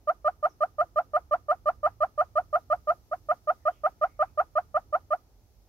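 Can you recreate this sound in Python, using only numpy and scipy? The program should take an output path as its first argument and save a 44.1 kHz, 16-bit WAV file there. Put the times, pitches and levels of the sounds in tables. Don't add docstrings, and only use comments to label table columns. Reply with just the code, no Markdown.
import sys
import numpy as np
from scipy import signal
from scipy.fft import rfft, irfft
from scipy.io import wavfile
from scipy.ndimage import uniform_filter1d

SR = 44100
rng = np.random.default_rng(int(sys.argv[2]) if len(sys.argv) > 2 else 0)


def master(y):
    cut = np.clip(np.atleast_2d(y).T, -1, 1)
    pcm = np.round(cut * 32767)
    wavfile.write(sys.argv[1], SR, pcm.astype(np.int16))


N = 250488
TIME = np.arange(N) / SR

# start_s, hold_s (until the flick), harsh_db (of the break)
CLUCK_EVENTS = [(.0715, .029, -3.5), (.2439, .038, -2.5), (.4258, .032, 3), (.6045, .032, -4),
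                (.7819, .032, -7), (.9578, .032, 1), (1.1333, .034, -2), (1.309, .032, 5.5),
                (1.4826, .033, 5.5), (1.6561, .035, 4.5), (1.8296, .035, 8.5), (2.0035, .032, 4),
                (2.1759, .036, .5), (2.3538, .0305, -2.5), (2.5268, .032, 1), (2.6992, .032, -2.5),
                (2.8706, .036, -4.5), (3.1119, .022, -7), (3.2854, .03, -1), (3.4712, .0324, -3.5),
                (3.6519, .032, -5), (3.8341, .03, 5), (4.0113, .0306, 5.5), (4.1906, .035, 5.5),
                (4.3734, .029, 9.5), (4.5527, .03, 1.5), (4.7413, .029, -1.5), (4.9246, .028, 3),
                (5.1041, .031, -5)]
# time_s, pitch_hz, level_db
HELD_NOTE = [(0, 604.5, -16.8), (1.1, 604.5, -16.7), (1.35, 596, -16.6), (1.9, 603.5, -16.4),
             (3.4, 608.5, -16.9), (4.35, 607, -16.5), (5.1, 603.5, -17.9)]
# frequency_hz, gain_db
THROAT_RESPONSE = [(600, -2.5), (800, -1.2), (1380, -1.5), (1800, -29.5), (2000, -29), (2400, -37.5),
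                   (3000, -37.5), (3600, -57), (4300, -41.5), (4850, -44), (5800, -55), (7800, -49.5),
                   (9800, -64.5), (12500, -51.5), (14000, -69.5)]
# frequency_hz, gain_db
OFF_AXIS_RESPONSE = [(1200, 0), (2400, 1.5), (3200, -1.5), (4400, -5.5), (5500, 0), (7000, -3.5),
                     (12000, 1)]
# frequency_hz, left_over_right_db
MIC_BALANCE = [(600, -1.2), (780, -1.5), (1200, -3), (1450, 1.5), (1800, -2.5), (3000, -6), (4200, -4),
               (5400, -6), (6600, -3), (7700, 12.5), (9200, 2.5), (12500, 6.5)]
# frequency_hz, left_lead_rad
MIC_PHASE = [(600, 0.43), (780, 0.085), (1200, 1.1), (1500, 1.5), (1800, 0.98), (3000, 0.77), (3600, 1.7),
             (5400, 2.2), (6800, 2.6), (12500, 3.2)]
# frequency_hz, relative_density_db
RASP_SPECTRUM = [(260, -20), (420, -18), (700, -9), (1000, 0), (1450, -6), (1900, -17), (2800, -29),
                 (3600, -37), (4500, -38), (7000, -42.5), (9500, -53.5), (12500, -42), (16000, -51.5)]
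# delay_s, gain_db
TRUNK_ECHOES = [(.043, -45), (0.074, -47)]
# start_s, length_s, pitch_hz, width_hz, level_db
DISTANT_CALLS = [(3.57, 0.14, 1900, 300, -76), (3.673, 0.12, 3100, 500, -78),
                 (3.718, 0.096, 2400, 400, -76.5), (3.945, 0.24, 2150, 300, -76),
                 (4.124, .16, 2300, 300, -80.5), (4.269, 0.042, 2400, 200, -77)]
# frequency_hz, relative_density_db
RUMBLE_SPECTRUM = [(30, -21), (40, -2), (48, 2.5), (57, -2), (70, -1), (100, -2.5), (150, -11.5),
                   (220, -18)]
# time_s, level_db
RUMBLE_SWELLS = [(0, -60), (2.4, -55.5), (3.6, -60), (4.1, -56.5), (5.68, -61)]
# frequency_hz, relative_density_db
AIR_SPECTRUM = [(150, -4.5), (300, 2.5), (500, -3), (800, -4), (1300, -15), (2200, -19.5), (3500, -26),
                (5000, -49.5)]
# frequency_hz, relative_density_db
HISS_SPECTRUM = [(2000, -7.5), (3200, -3.5), (4500, 1), (6000, 3), (8000, -7), (9500, -6), (12500, 0),
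                 (15800, -4.5)]
# time_s, level_db
HISS_SWELL = [(0, -71), (1.8, -70.8), (3.2, -68), (4.4, -70), (5.68, -70)]
# frequency_hz, correlation
MIC_CORRELATION = [(40, 1), (150, .62), (400, 1), (1200, 0.33), (3000, -0.063), (6000, -.15),
                   (14000, 0.096)]


def hornbill(rasp_db=-40, rasp_delay_s=.006, rasp_rise_s=.0025, rasp_fall_s=.012, airflow_db=-34.5):
    voice, puffs = np.zeros((2, N)), np.zeros(N)
    for start_s, hold_s, harsh_db in CLUCK_EVENTS:
        note, at = cluck(start_s, hold_s, harsh_db), int(start_s * SR)
        voice[:, at:at + note.shape[1]] += note
        span = slice(at, at + SR // 6)
        from_peak_s = TIME[span] - start_s - hold_s - rasp_delay_s
        puff = np.exp(np.minimum(from_peak_s / rasp_rise_s, -from_peak_s / rasp_fall_s))
        puffs[span] += from_db(.45 * harsh_db) * puff
    voice = signal.sosfiltfilt(highpass(3, hz=330), voice)
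    airflow = uniform_filter1d(np.abs(voice).mean(0), size=150)
    return voice + (from_db(rasp_db) * puffs + from_db(airflow_db) * airflow) * noise(RASP_SPECTRUM)


def cluck(start_s, hold_s, harsh_db, attack_s=.0034, head_turn_s=2.98):
    t = np.arange(int((hold_s + .05) * SR)) / SR
    since_flick = (t - hold_s) * np.exp(.09 * rng.standard_normal())
    wobble = (.0018 + .042 * np.clip(since_flick / .009, 0, 1.5)) * drift(400, len(t))
    held_hz, level_db = along(HELD_NOTE, start_s)
    sharp_start = .12 * np.exp(-t / .002)
    pitch_hz = held_hz * (1 + sharp_start + flick(since_flick, harsh_db)) * (1 + wobble)
    phase = 2 * np.pi * np.cumsum(pitch_hz) / SR
    harmonic = np.r_[1:25, 1.5, 2.5][:, None]
    hz = harmonic * pitch_hz
    source_db = level_db + syrinx_levels(harmonic, t, hold_s, since_flick, harsh_db)
    colour_db = at_hz(THROAT_RESPONSE, hz) + (start_s > head_turn_s) * at_hz(OFF_AXIS_RESPONSE, hz)
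    attack = np.sin(np.pi / 2 * np.clip(t / (attack_s * np.sqrt(harmonic)), 0, 1)) ** 2
    ending = np.clip((t[-1] - t) / .0084, 0, 1)
    partials = attack * ending * from_db(source_db + colour_db) * (hz < SR / 2)
    pan_db, lead_rad = at_hz(MIC_BALANCE, hz), at_hz(MIC_PHASE, hz)
    at_mics = [partials * from_db(side * pan_db) * np.cos(harmonic * phase + side * lead_rad)
               for side in (.5, -.5)]
    return np.sum(at_mics, axis=1)


def flick(since_flick, harsh_db, lead_s=.004, rise_s=.0086, knee_s=.0014):
    creep = .13 * np.minimum(since_flick, 0)
    pushed_s = knee_s * np.logaddexp(0, (since_flick + lead_s) / knee_s)
    risen = 1 - np.exp(-pushed_s / rise_s)
    leap = .26 * risen * (1 + .025 * harsh_db * risen ** 2)
    sag = np.clip(28 * (since_flick - .021), 0, .36)
    return creep + leap - sag


def syrinx_levels(harmonic, t, hold_s, since_flick, harsh_db, start_pressure=.22, full_note_s=.028):
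    progress = np.minimum(t / hold_s, 1)
    pressure = start_pressure + (1 - start_pressure) * progress * (1 + .55 * (1 - progress))
    swell_db = 20 * np.log10(pressure) - 800 * max(full_note_s - hold_s, 0)
    fade_db = -20 * (np.maximum(since_flick, 0) / .0243) ** 2
    first_db = swell_db - 4.5 * np.exp(-((since_flick - .018) / .003) ** 2)
    low_db = .1 + 1.5 * swell_db - 13.5 * step(since_flick - .0035, width_s=.0011)
    upper_db = .4 + 2.25 * swell_db - 16 * step(since_flick - .002, width_s=.0018)
    doubling_db = -24 + 1.3 * harsh_db - 10 * ((since_flick - .0105) / .0075) ** 2
    groups = [harmonic % 1 > 0, harmonic == 1, harmonic < 4]
    return fade_db + np.select(groups, [doubling_db, first_db, low_db], upper_db)


def bushland(direct, ground_db=-19.5, thicket_db=-32):
    bright = signal.sosfilt(highpass(2, hz=1400), direct)
    ground = from_db(ground_db) * scatter(bright, delay_s=.006, t60_s=.07)
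    trunks = sum(from_db(gain_db) * np.pad(bright, ((0, 0), (int(delay_s * SR), 0)))[:, :N]
                 for delay_s, gain_db in TRUNK_ECHOES)
    thicket = from_db(thicket_db) * scatter(bright, delay_s=.022, t60_s=.5)
    return direct + ground + trunks + thicket


def scatter(sound, delay_s, t60_s, dull_hz=9000):
    t = np.arange(SR) / SR
    tail = rng.standard_normal((2, SR)) * from_db(-60 * t / t60_s) * (t > delay_s)
    tail /= np.sqrt((tail ** 2).sum(1, keepdims=True))
    tail = signal.sosfilt(signal.butter(1, dull_hz, fs=SR, output="sos"), tail)
    return signal.fftconvolve(sound, tail, axes=1)[:, :N]


def far_birds(chip_start_s=.488, chip_length_s=.022, chip_db=-64.5, echo_db=5):
    progress = np.clip((TIME - chip_start_s) / chip_length_s, 0, 1)
    chip_hz = np.interp(progress, [0, 1], [6700, 4700])
    calls = from_db(chip_db) * np.sin(np.pi * progress) * np.sin(2 * np.pi * np.cumsum(chip_hz) / SR)
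    for start_s, length_s, pitch_hz, width_hz, level_db in DISTANT_CALLS:
        at, size = int(start_s * SR), int(length_s * SR)
        hoarse = drift(2 * width_hz, size) * np.sin(2 * np.pi * pitch_hz * TIME[:size])
        calls[at:at + size] += from_db(level_db) * np.sqrt(np.hanning(size)) * unit_rms(hoarse)
    pair = np.array([calls, calls])
    return pair + from_db(echo_db) * scatter(pair, delay_s=.004, t60_s=.3)


def background(air_db=-63.5, pan_db=2):
    rumble_db = along(RUMBLE_SWELLS, TIME)[0] + 1.5 * drift(16, N)
    rumble = from_db(rumble_db) * noise(RUMBLE_SPECTRUM) * from_db([[-pan_db], [pan_db]])
    air = from_db(air_db) * noise(AIR_SPECTRUM)
    hiss = from_db(along(HISS_SWELL, TIME)[0]) * noise(HISS_SPECTRUM)
    return rumble + air + hiss


def noise(spectrum):
    hz = np.arange(N // 2 + 1) * SR / N
    alike = np.clip(at_hz(MIC_CORRELATION, hz), -.99, .99)
    mid, side = rfft(rng.standard_normal((2, N)))
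    pair = np.sqrt(1 + alike) * mid + np.sqrt(1 - alike) * side * np.array([[1], [-1]])
    skirts = np.minimum(hz / spectrum[0][0], 1) ** 3 / np.maximum(hz / spectrum[-1][0], 1) ** 3
    return unit_rms(irfft(pair * from_db(at_hz(spectrum, hz)) * skirts, N))


def suppressor(sound, open_db=-29, shut_db=-50, release_db_per_s=330, pause_s=.35):
    power = uniform_filter1d((sound ** 2).mean(0), size=256)
    level_db = 10 * np.log10(np.abs(power) + 1e-12)
    held_db = np.maximum.accumulate(level_db + release_db_per_s * TIME) - release_db_per_s * TIME
    shut = np.interp(held_db, [shut_db, open_db], [1, 0])
    quiet_s = TIME - np.maximum.accumulate(TIME * (level_db > open_db))
    paused = np.clip(2 * quiet_s / pause_s - 1, 0, 1)
    treble = signal.sosfiltfilt(highpass(2, hz=2200), sound)
    above_bass = signal.sosfiltfilt(highpass(2, hz=130), sound)
    bass, middle = sound - above_bass, above_bass - treble
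    return bass + middle * from_db(-6 * shut - 2 * paused) + treble * from_db(-4 * shut)


def from_db(db):
    return 10 ** (np.asarray(db) / 20)


def along(rows, at):
    first, *columns = np.transpose(rows)
    return [np.interp(at, first, column) for column in columns]


def at_hz(points, hz):
    freq, value = np.transpose(points)
    return np.interp(np.log(np.maximum(hz, 1)), np.log(freq), value)


def unit_rms(x):
    return x / np.sqrt(np.mean(x ** 2) + 1e-20)


def drift(rate_hz, size):
    knots = rng.standard_normal(4096)
    return np.interp(np.arange(size) / SR * rate_hz, np.arange(len(knots)), knots)


def step(t, width_s):
    return .5 + .5 * np.tanh(t / (2 * width_s))


def highpass(order, hz):
    return signal.butter(order, hz, "high", fs=SR, output="sos")


def scene():
    return bushland(hornbill()) + far_birds() + background()


def record(dry):
    top_cut = signal.ellip(10, .1, 80, 15700, fs=SR, output="sos")
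    return signal.sosfilt(top_cut, suppressor(dry))


dry = scene()
out = record(dry)
master(out)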